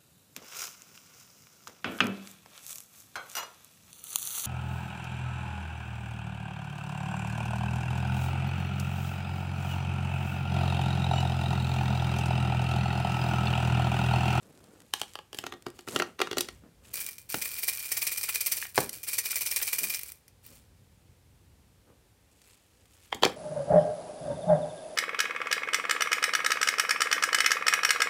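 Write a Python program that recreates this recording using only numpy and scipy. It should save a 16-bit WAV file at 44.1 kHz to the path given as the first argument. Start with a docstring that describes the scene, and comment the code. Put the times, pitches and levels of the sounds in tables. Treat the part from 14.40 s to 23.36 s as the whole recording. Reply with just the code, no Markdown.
"""Close by in a small room, hands unlatch a hard plastic case and work out its inner cup: shells ring.
Sequins are then shaken from the case in bouts, about nineteen shakes a second, and slide onto slime in
a plastic bowl: thousands of tiny ticks. The case bumps the bowl twice. After a pause, hands pick up a
jar and pull its hollow plastic lid loose with a few knocks. Hands rustle and mutter on the plastic by
stick and slip; filtered noise makes a low rumble and a faint hiss throughout."""
import sys
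import numpy as np
from scipy import signal
from scipy.fft import rfft, irfft
from scipy.io import wavfile
from scipy.ndimage import uniform_filter1d

SR = 44100
rng = np.random.default_rng(int(sys.argv[2]) if len(sys.argv) > 2 else 0)


def transcribe(signal):
    """Save signal, clipped to [-1, 1], as a 16-bit WAV file at the path in sys.argv[1]."""
    frames = np.atleast_2d(signal).T
    limited = np.clip(frames, -1, 1)
    pcm = np.round(limited * 32767).astype(np.int16)
    wavfile.write(sys.argv[1], SR, pcm)


N = 395136
TIME = np.arange(N) / SR
EDGE_HZ = 15900  # top of the recorder's range


# Bouts of even shaking: first_shake_s, last_shake_s, first_level_db, last_level_db
SHAKING_BOUTS = [(3.015, 3.125, -27.5, -48), (3.181, 3.278, -31, -22), (3.326, 3.45, -33.5, -35),
                 (3.515, 3.666, -24.5, -23), (3.715, 3.942, -28, -27), (4.005, 4.114, -24.5, -22),
                 (4.165, 4.212, -29.5, -35), (4.63, 4.78, -33.5, -22.5), (4.852, 5.213, -26.5, -23.5),
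                 (5.271, 5.325, -27, -23.5), (5.382, 5.431, -24.5, -24.5), (5.495, 5.537, -26.5, -26)]
SHAKES_PER_S, SHAKE_RISE_S, SHAKE_SCATTER_DB = 19, 0.0066, 0.5


def shakes():
    """The wrist swings evenly through each bout, gaining or losing force: one (s, dB, rise s) per throw."""
    throws = []
    for first, last, first_db, last_db in SHAKING_BOUTS:
        count = round((last - first) * SHAKES_PER_S) + 1
        times = np.linspace(first, last, count)
        force_db = np.linspace(first_db, last_db, count)
        force_db = force_db + SHAKE_SCATTER_DB * rng.standard_normal(count)
        throws += [(s, db, SHAKE_RISE_S) for s, db in zip(times, force_db)]
    return throws


# A few sequins snapping sharply on the wall: start_s, peak_level_db
SEQUIN_SNAPS = [(2.54, -25.5), (2.6634, -27.5), (2.6882, -28.5), (2.782, -35), (3.0554, -24.5),
                (3.782, -50), (3.957, -21.5), (4.403, -23), (4.4927, -26.5), (4.955, -30.5), (5.16, -21),
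                (5.2824, -31), (5.592, -29), (5.6325, -29.5), (5.7188, -35), (5.8798, -45.5), (6.0635, -40)]
# The heap slides while the case is tipped: start_s, end_s, level_db (before a small trim)
SLIDES = [(2.53, 2.62, -33.5), (2.65, 2.73, -43.5), (2.785, 2.8, -49.5), (2.888, 2.99, -34),
          (3.0, 4.25, -36.5), (4.342, 4.42, -32), (4.52, 4.55, -36.5), (4.66, 4.78, -35.5),
          (4.825, 5.57, -36.5), (5.6, 5.7, -44), (6.025, 6.16, -56)]
# Duller single ticks within the pour: start_s, level_db (before colouring)
DULL_TICKS = [(3.882, -31), (3.892, -22.5), (4.225, -24), (4.252, -28.5), (4.929, -25), (5.202, -26)]
# Colour of the dull ticks: pitch_hz, gain_db
DULL_COLOUR = [(400, -18.5), (1400, 0), (2300, 5), (4000, -9), (7000, -23.5)]
# Colour of the sequins: pitch_hz, relative_level_db
SEQUIN_COLOUR = [(100, -38.5), (350, -19.5), (480, -10), (620, -19), (1500, -14.5), (2300, -5.5),
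                 (3600, -9.5), (5600, -4.5), (6500, -7), (8900, -0.5), (10100, -7.5), (11400, -0.5),
                 (13400, -6), (15500, -0.5)]
# How the case rings under the sequins: pitch_hz, relative_level_db, time_to_fall_60_db_s
HEAP_MODES = [(2407, -18, 0.079), (2448, -11, 0.037), (4626, -22, 0.032), (6100, -22, 0.023),
              (9000, -19, 0.017)]
SLIDE_ATTACK_S, SLIDE_FALL_DB_PER_S = 0.013, 246.5
FULL_RING_DB = -30.5  # below this level the heap rings the case a little less readily


def sequins():
    """Each shake throws a clump of ticks at the wall; the heap also slides, and the case rings under it."""
    t = np.arange(SR // 8) / SR
    snaps = [(s, db, 0.0014) for s, db in SEQUIN_SNAPS]
    wall_ticks = patter(per_s=1300, spread_db=2, tick_s=0.0015, bump_db=9)
    thrown = clumps(shakes() + snaps, wall_ticks)
    slide_ticks = patter(per_s=1200, spread_db=3.5, tick_s=0.0009, bump_db=4)
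    sliding = strokes(SLIDES, SLIDE_ATTACK_S, SLIDE_FALL_DB_PER_S) * slide_ticks
    heap = thrown + amp(-1.0) * sliding

    heap_level = np.sqrt(abs(uniform_filter1d(heap ** 2, size=2048)))
    weight = np.minimum(heap_level / amp(FULL_RING_DB), 1) ** 0.18
    ring = amp(-5) * signal.oaconvolve(weight * heap, ringing(HEAP_MODES, t))[:N]

    tick = coloured(signal.unit_impulse(len(t)), SEQUIN_COLOUR)
    bright = signal.oaconvolve(heap, tick / np.linalg.norm(tick))[:N]
    dull_rows = [(s, db, 0.0013) for s, db in DULL_TICKS]
    dull = coloured(clumps(dull_rows, rng.standard_normal(N)), DULL_COLOUR)
    return bright + ring + dull


# Snaps of the inner cup: start_s, level_db, brightness_db_per_octave, low_thud_db
# (all knock levels are before the shell's own voice and radiation)
CUP_SNAPS = [(0.5376, -28.5, 0.5, -45.5), (0.6158, -33.5, 0.8, -42.5), (0.6336, -49, -1, -53),
             (0.7551, -42.5, -2.5, -52), (0.7893, -48, -5, -56), (0.9303, -46, 0.5, -52),
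             (0.9462, -45.5, 1.3, -47), (0.9877, -37, 2, -43)]
# What the cup rings with: pitch_hz, relative_level_db, time_to_fall_60_db_s
CUP_MODES = [(843, -12, 0.058), (1680, -11.5, 0.028), (3060, 4.5, 0.0073), (3190, -20, 0.03),
             (4600, -9, 0.027), (7000, -39, 0.018)]


def cup():
    """The small inner cup snaps; its stiff shell rings only briefly."""
    return knocks(CUP_SNAPS, CUP_MODES, voice_db=[-1.5, 3, -2.5], ring_db=-1,
                  scatter_db=6.0, scatter_s=0.0014, lag_s=0.00093, lead_db=-18)


# Knocks of the case: start_s, level_db, brightness_db_per_octave, low_thud_db
CASE_KNOCKS = [(1.0393, -43.5, -4, -43.5), (1.066, -39.5, -1.5, -45.5), (1.1236, -45, -3.5, -38.5),
               (1.138, -53.5, -3, -41), (1.2659, -42.5, -3.5, -35), (1.391, -50, -1, -53.5),
               (1.4761, -50, -5.5, -39.5), (1.486, -43, 0.3, -34), (1.5616, -29, -2.5, -30),
               (1.5992, -31, -4.2, -33.5), (1.6219, -33, -4, -39), (1.7925, -41.5, -4, -39),
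               (1.803, -38.5, -5, -36.5), (1.8163, -27, -4, -33), (1.8723, -44.5, -4.5, -46),
               (1.9132, -39.5, -2, -37), (1.9302, -40, -3.5, -41), (1.971, -36.5, -1.5, -30.5),
               (1.9833, -29.5, 2, -33), (2.0081, -31, 4.5, -41), (2.0869, -43.5, -1, -48)]
# What the case rings with: pitch_hz, relative_level_db, time_to_fall_60_db_s
CASE_MODES = [(269.4, -6.5, 0.089), (361.3, -4.5, 0.15), (402, -5, 0.053), (764, -10.5, 0.076),
              (1200, -5, 0.055), (1353, 0.5, 0.024), (1870, -10.5, 0.061), (2847, -4, 0.047),
              (3050, -15, 0.071), (4730, -7, 0.031), (6090, -6.5, .025)]


def case():
    """The hard case knocks as it is worked; its larger shell rings lower than the cup."""
    return knocks(CASE_KNOCKS, CASE_MODES, voice_db=[-0.8, 1, -1.5], ring_db=-6.5,
                  scatter_db=9.0, scatter_s=0.0021, lag_s=0.0009, lead_db=-9)


# Bumps on the bowl: start_s, level_db, brightness_db_per_octave, low_thud_db
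BOWL_KNOCKS = [(2.943, -32.5, -1.5, -31), (4.3779, -26, -4, -26), (4.385, -41.5, -9.5, -22.5),
               (4.404, -43.5, 0, -36)]
# What the bowl rings with: pitch_hz, relative_level_db, time_to_fall_60_db_s
BOWL_MODES = [(64.7, 6, 0.27), (137.6, -1, 0.33), (195.3, 3.5, 0.2), (292, -20, 0.18), (407, -2.5, 0.092),
              (477, 2.5, 0.058), (820, -0.5, 0.03), (1426, -2, 0.084), (1990, -10.5, .05), (3620, -6, .04)]


def bowl():
    """The case bumps the plastic bowl, which rings with deep modes and much scatter."""
    return knocks(BOWL_KNOCKS, BOWL_MODES, voice_db=[0.3, -1.5, 1], ring_db=-9.5,
                  scatter_db=16, scatter_s=0.0023, lag_s=0.00088, lead_db=-44)


# Knocks of the jar and its lid: start_s, level_db, brightness_db_per_octave, low_thud_db
JAR_KNOCKS = [(8.727, -36, -7.5, -41), (8.747, -48, 4.5, -35.5), (8.8243, -38, -2.5, -28.5),
              (8.8341, -23, -4.5, -25.5), (8.8447, -35, -5, -33), (8.8511, -28, 0.5, -26),
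              (8.8615, -39, -11, -26), (8.8763, -61, -7, -43), (8.923, -57, -6.5, -50)]
# What the jar lid rings with: pitch_hz, relative_level_db, time_to_fall_60_db_s
JAR_MODES = [(360, -9, 0.17), (451, -4, 0.057), (510, -7, 0.14), (796, -5, 0.024), (1287, -6, 0.039),
             (1360, -9, 0.016), (1700, -7, 0.01), (2090, -17, 0.021), (3190, 4, 0.011), (4400, -11, 0.071),
             (7230, 1, 0.016)]


def jar():
    """The hollow lid knocks loose, ringing its thin shell."""
    return knocks(JAR_KNOCKS, JAR_MODES, voice_db=[-2.3, 4, -3], ring_db=-4.0,
                  scatter_db=10.0, scatter_s=0.0018, lag_s=0.0015, lead_db=-7.5)


def plastic():
    """The cup, case, bowl and jar lid together; small shells radiate little deep bass."""
    # pitch_hz, gain_db
    radiation = [(30, -28.0), (90, -8.5), (180, -11), (320, 2), (1000, -1.5), (4000, -1.5),
                 (7000, 1), (11000, -2), (16000, -8.0)]
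    return coloured(cup() + case() + bowl() + jar(), radiation)


# Edges of the four bands that set a knock's tone, thud to top: pitch_hz
BAND_EDGES_HZ = [100, 550, 2200, 5000, 16000]


def knocks(rows, modes, voice_db, ring_db, scatter_db, scatter_s, lag_s, lead_db,
           lead_s=0.0027, size=8192):
    """A blow spreads through a thin shell as a bending wave, scatters off its edges and rings its modes."""
    out = np.zeros(N)
    t = np.arange(size) / SR
    hz = np.fft.rfftfreq(size, 1 / SR)
    edges = np.array(BAND_EDGES_HZ)
    centres = np.sqrt(edges[:-1] * edges[1:])
    direct = signal.unit_impulse(size)
    # treble travels faster than bass; lag_s is the delay at 1 kHz
    travel = np.exp(-4j * np.pi * lag_s * np.sqrt(1000 * hz))
    blow = irfft(rfft(direct) * travel)
    span = SR // 100  # 10 ms, both for judging the tone and for the lead-in
    for s, db, brightness, thud_db in rows:
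        octaves = np.log2(centres[1:] / centres[2])
        band_db = [thud_db, *(db + brightness * octaves + voice_db)]

        scatter_shape = (t / scatter_s) ** 0.11 * np.exp(-t / scatter_s)
        scatter = evened(rng.standard_normal(size) * scatter_shape) / np.sqrt(size)
        # every blow excites the modes a little differently
        struck = [(f, mode_db + 1.6 * rng.standard_normal(), t60) for f, mode_db, t60 in modes]
        shell = direct + amp(scatter_db) * scatter + amp(ring_db) * ringing(struck, t)
        hit = signal.fftconvolve(blow, shell)[:size]

        # bring each band to its wanted level; a second pass comes closer
        for _ in range(2):
            power = 2 * abs(rfft(hit[:span], size)) ** 2 / (size * span)
            own_db = [10 * np.log10(power[(hz >= lo) & (hz < hi)].sum())
                      for lo, hi in zip(edges, edges[1:])]
            hit = coloured(hit, list(zip(centres, np.subtract(band_db, own_db))), size=2048)
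        add(out, s - lag_s / 2, hit)

        # a brief rising noise leads into each knock
        lead_in = rng.standard_normal(span) * np.exp(t[:span] / lead_s)
        lead_in /= np.linalg.norm(lead_in)
        add(out, s - span / SR, amp(lead_db) * signal.fftconvolve(hit, lead_in))
    return out


# Light taps and the faintest knocks of the cup and case: start_s, level_db
LIGHT_TAPS = [(0.028, -57), (.142, -69), (0.175, -58), (0.241, -53), (0.4, -51), (0.416, -54), (.597, -40),
              (0.735, -47), (1.2217, -50), (1.283, -51), (1.301, -49), (1.407, -50.5), (1.589, -32.5),
              (8.015, -53.5), (8.456, -58), (8.655, -59)]
# Fingers rubbing on plastic, and two faint slides of sequins: start_s, end_s, level_db (before a small trim)
RUBS_AND_FAINT_SLIDES = [(0, .5, -70.5), (.54, .6, -55), (.65, .71, -62), (.93, .98, -53),
                         (1.33, 1.41, -66), (1.46, 1.56, -47), (2.11, 2.135, -67), (2.425, 2.53, -59.5),
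                         (6.03, 6.18, -63.5), (7.88, 8.5, -73), (8.005, 8.14, -63.5), (8.5, 8.8, -65)]
# Hands shifting on the hollow plastic: start_s, end_s, level_db (before a small trim)
GRIPS = [(0, .42, -60.5), (1.5, 1.63, -43), (2.21, 2.25, -56), (2.4, 2.65, -63.5), (5.405, 5.43, -47),
         (6.08, 6.11, -58.5), (7.46, 7.485, -57.5)]
# Colour of the rustle and light taps: pitch_hz, relative_level_db
RUSTLE_COLOUR = [(200, -18.5), (900, -3.5), (2000, 2.5), (3200, 2.5), (4000, 2), (6000, 0.5), (8000, 4),
                 (12000, -3.5), (16000, -9)]
# Colour of the hollow mutter: pitch_hz, relative_level_db
GRIP_COLOUR = [(50, -24.5), (130, -4), (220, 1.5), (340, -3), (520, -4), (900, -15), (1400, -14.5),
               (2500, -29.5), (8000, -52.5)]
HAND_ATTACK_S, HAND_FALL_DB_PER_S = 0.029, 204
# after a knock the shell settles in the hands; the two levels are relative to the knock
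SETTLE_S, SETTLE_FALL_DB_PER_S = 0.012, 159.5
SETTLE_RUB_DB, SETTLE_GRIP_DB = -25, -17


def hands():
    """Skin sticks and slips on plastic: a fine rustle over a hollow mutter; faint taps and slides join in."""
    blows = CUP_SNAPS + CASE_KNOCKS + BOWL_KNOCKS + JAR_KNOCKS
    # a brighter knock gives a louder rustle
    jolts = [(s, s + SETTLE_S, db + brightness + SETTLE_RUB_DB) for s, db, brightness, _ in blows]
    shudders = [(s, s + SETTLE_S, thud_db + SETTLE_GRIP_DB) for s, _, _, thud_db in blows]
    jolt = strokes(jolts, SETTLE_S, SETTLE_FALL_DB_PER_S)
    shudder = strokes(shudders, SETTLE_S, SETTLE_FALL_DB_PER_S)
    rub = np.hypot(strokes(RUBS_AND_FAINT_SLIDES, HAND_ATTACK_S, HAND_FALL_DB_PER_S), jolt)
    grip = np.hypot(strokes(GRIPS, HAND_ATTACK_S, HAND_FALL_DB_PER_S), shudder)

    slips = rub * patter(per_s=700, spread_db=2, tick_s=0.00091, bump_db=-5.5)
    tap_rows = [(s, db, 0.0014) for s, db in LIGHT_TAPS]
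    taps = clumps(tap_rows, grains(per_s=13000, spread_db=14.5))
    tone = coloured(signal.unit_impulse(SR // 20), RUSTLE_COLOUR)
    rustle = signal.oaconvolve(amp(1.5) * slips + taps, tone / np.linalg.norm(tone))[:N]
    mutter = evened(coloured(grains(per_s=700, spread_db=1), GRIP_COLOUR))
    return rustle + amp(0.5) * grip * mutter


# How long the room rings: pitch_hz, time_to_fall_60_db_s
ROOM = [(150, 0.32), (500, 0.2), (2000, 0.23), (6000, 0.2), (15000, 0.094)]


def room(x, gap_s=0.0021):
    """Walls return a short diffuse tail after a tiny gap, each band dying at its own speed."""
    hz, t, noise = signal.stft(rng.standard_normal(SR // 2), SR, nperseg=256)
    fade = amp(-60 * t / read(ROOM, hz)[:, None])
    tail = signal.istft(noise * fade, SR, nperseg=256)[1]
    tail[:round(gap_s * SR)] = 0
    return signal.oaconvolve(x, tail / np.linalg.norm(tail))[:N]


# Level of the low room rumble over time: time_s, level_db
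RUMBLE = [(0, -67), (1.9, -67.5), (2.15, -57), (2.55, -63.5), (5.9, -65), (6.2, -59.5), (7.1, -60),
          (8.2, -70.5), (8.96, -62.5)]
# Colour of the rumble: pitch_hz, relative_level_db
RUMBLE_COLOUR = [(22, -42), (36, -14), (55, 0), (100, 2), (170, -8.5), (300, -18.5), (700, -47.5)]
# Colour of the steady hiss: pitch_hz, relative_level_db
HISS_COLOUR = [(88, -27.5), (150, -7.5), (553, -8), (610, -13.5), (786, -12), (1120, -16.5), (2480, -17.5),
               (6450, -21.5), (8150, -20.5), (14900, -25.5), (15800, -34.5)]
HISS_DB = -67.5


def background():
    """Two filtered noises: a low rumble that rises and falls under a steady faint hiss."""
    rumble_noise, hiss_noise = rng.standard_normal((2, N))
    rumble = level(RUMBLE) * evened(coloured(rumble_noise, RUMBLE_COLOUR))
    hiss = amp(HISS_DB) * evened(coloured(hiss_noise, HISS_COLOUR))
    return rumble + hiss


def patter(per_s, spread_db, tick_s, bump_db, count=24, size=512):
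    """Small plastic contacts of very unequal size, each a brief burst of one of 24 colours; rms 1."""
    t = np.arange(size) / SR
    hz = np.fft.rfftfreq(size, 1 / SR)
    # a broad bump somewhere in the spectrum, different for each kind of contact
    bump = np.cos(np.pi * (2 * hz / EDGE_HZ + 2 * np.arange(count)[:, None] / count))
    spectra = rfft(rng.standard_normal((count, size))) * amp(bump_db * bump)
    kinds = irfft(spectra) * np.exp(-t / tick_s)
    kinds /= np.linalg.norm(kinds, axis=1, keepdims=True)
    train = grains(per_s, spread_db)
    out = np.zeros(N + size)
    for at in np.flatnonzero(train):
        out[at:at + size] += train[at] * kinds[at % count]
    return evened(out[:N])


def grains(per_s, spread_db):
    """A random train of tiny clicks of very unequal size, rms 1."""
    size = amp(spread_db * np.minimum(rng.exponential(1, N), 4))
    sign = rng.choice([-1, 1], N)
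    return evened(size * sign * (rng.random(N) < per_s / SR))


def clumps(rows, ticks):
    """Each (s, dB, rise s) row is a clump of ticks that swells and dies away."""
    t = np.arange(SR // 8) / SR
    out = np.zeros(N)
    for s, db, rise in rows:
        shape = t / rise * np.exp(1 - t / rise)
        clump = ticks[round(s * SR):][:len(t)] * shape
        # equal energy, however many ticks happen to fall inside
        add(out, s, amp(db) * clump * np.linalg.norm(shape) / (np.linalg.norm(clump) + 1e-9))
    return out


def strokes(rows, attack_s, fall_db_per_s):
    """Gain of (start s, end s, dB) movements: each swells, holds and dies away."""
    power = np.zeros(N)
    for start, end, db in rows:
        t = np.arange(0, end - start + 0.5, 1 / SR)
        swell = np.minimum(t / attack_s, 1)
        fall_db = fall_db_per_s * np.maximum(t - (end - start), 0)
        add(power, start, (swell * amp(db - fall_db)) ** 2)
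    return np.sqrt(power)


def ringing(modes, t):
    """A struck shell's dying sines; each mode's dB is its energy against a unit click."""
    total = 0
    for hz, db, t60 in modes:
        sine = amp(-60 * t / t60) * np.cos(2 * np.pi * hz * t)
        total = total + amp(db) * evened(sine)
    return total / np.sqrt(len(t))


def coloured(x, colour, size=4096):
    """Filters with the given (Hz, dB) shape, sounding only after its input (minimum phase)."""
    log_gain = np.log(amp(read(colour, abs(np.fft.fftfreq(size, 1 / SR)))))
    taps = np.fft.ifft(np.exp(np.conj(signal.hilbert(log_gain)))).real[:size // 2]
    return signal.oaconvolve(x, taps)[:len(x)]


def read(points, hz):
    """Reads a (Hz, value) curve on a log-frequency axis."""
    f, value = np.transpose(points)
    return np.interp(np.log(hz + 1), np.log(f + 1), value)


def level(curve):
    """A (s, dB) curve as a gain for every sample."""
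    return amp(np.interp(TIME, *np.transpose(curve)))


def amp(db):
    """Decibels to gain."""
    return 10 ** (np.asarray(db) / 20)


def evened(x):
    """Scales to rms 1."""
    return x / np.sqrt(np.mean(x ** 2) + 1e-20)


def add(mix, s, sound):
    """Mixes a sound in at time s, cut off at the end of the mix."""
    part = mix[max(round(s * SR), 0):][:len(sound)]
    part += sound[:len(part)]


def scene():
    """All sources at one close microphone; the room answers the plastic and the pour."""
    pour = sequins()
    hard = plastic()
    echo = room(amp(-12.0) * hard + amp(-11.0) * pour)
    return (pour + hard + hands() + echo + background())[None]


def record(dry):
    """The recorder passes nothing much above its band limit."""
    low_pass = signal.firwin(511, EDGE_HZ, window=("kaiser", 8), fs=SR)
    return signal.oaconvolve(dry, low_pass[None], "same")


dry = scene()
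out = record(dry)
transcribe(out)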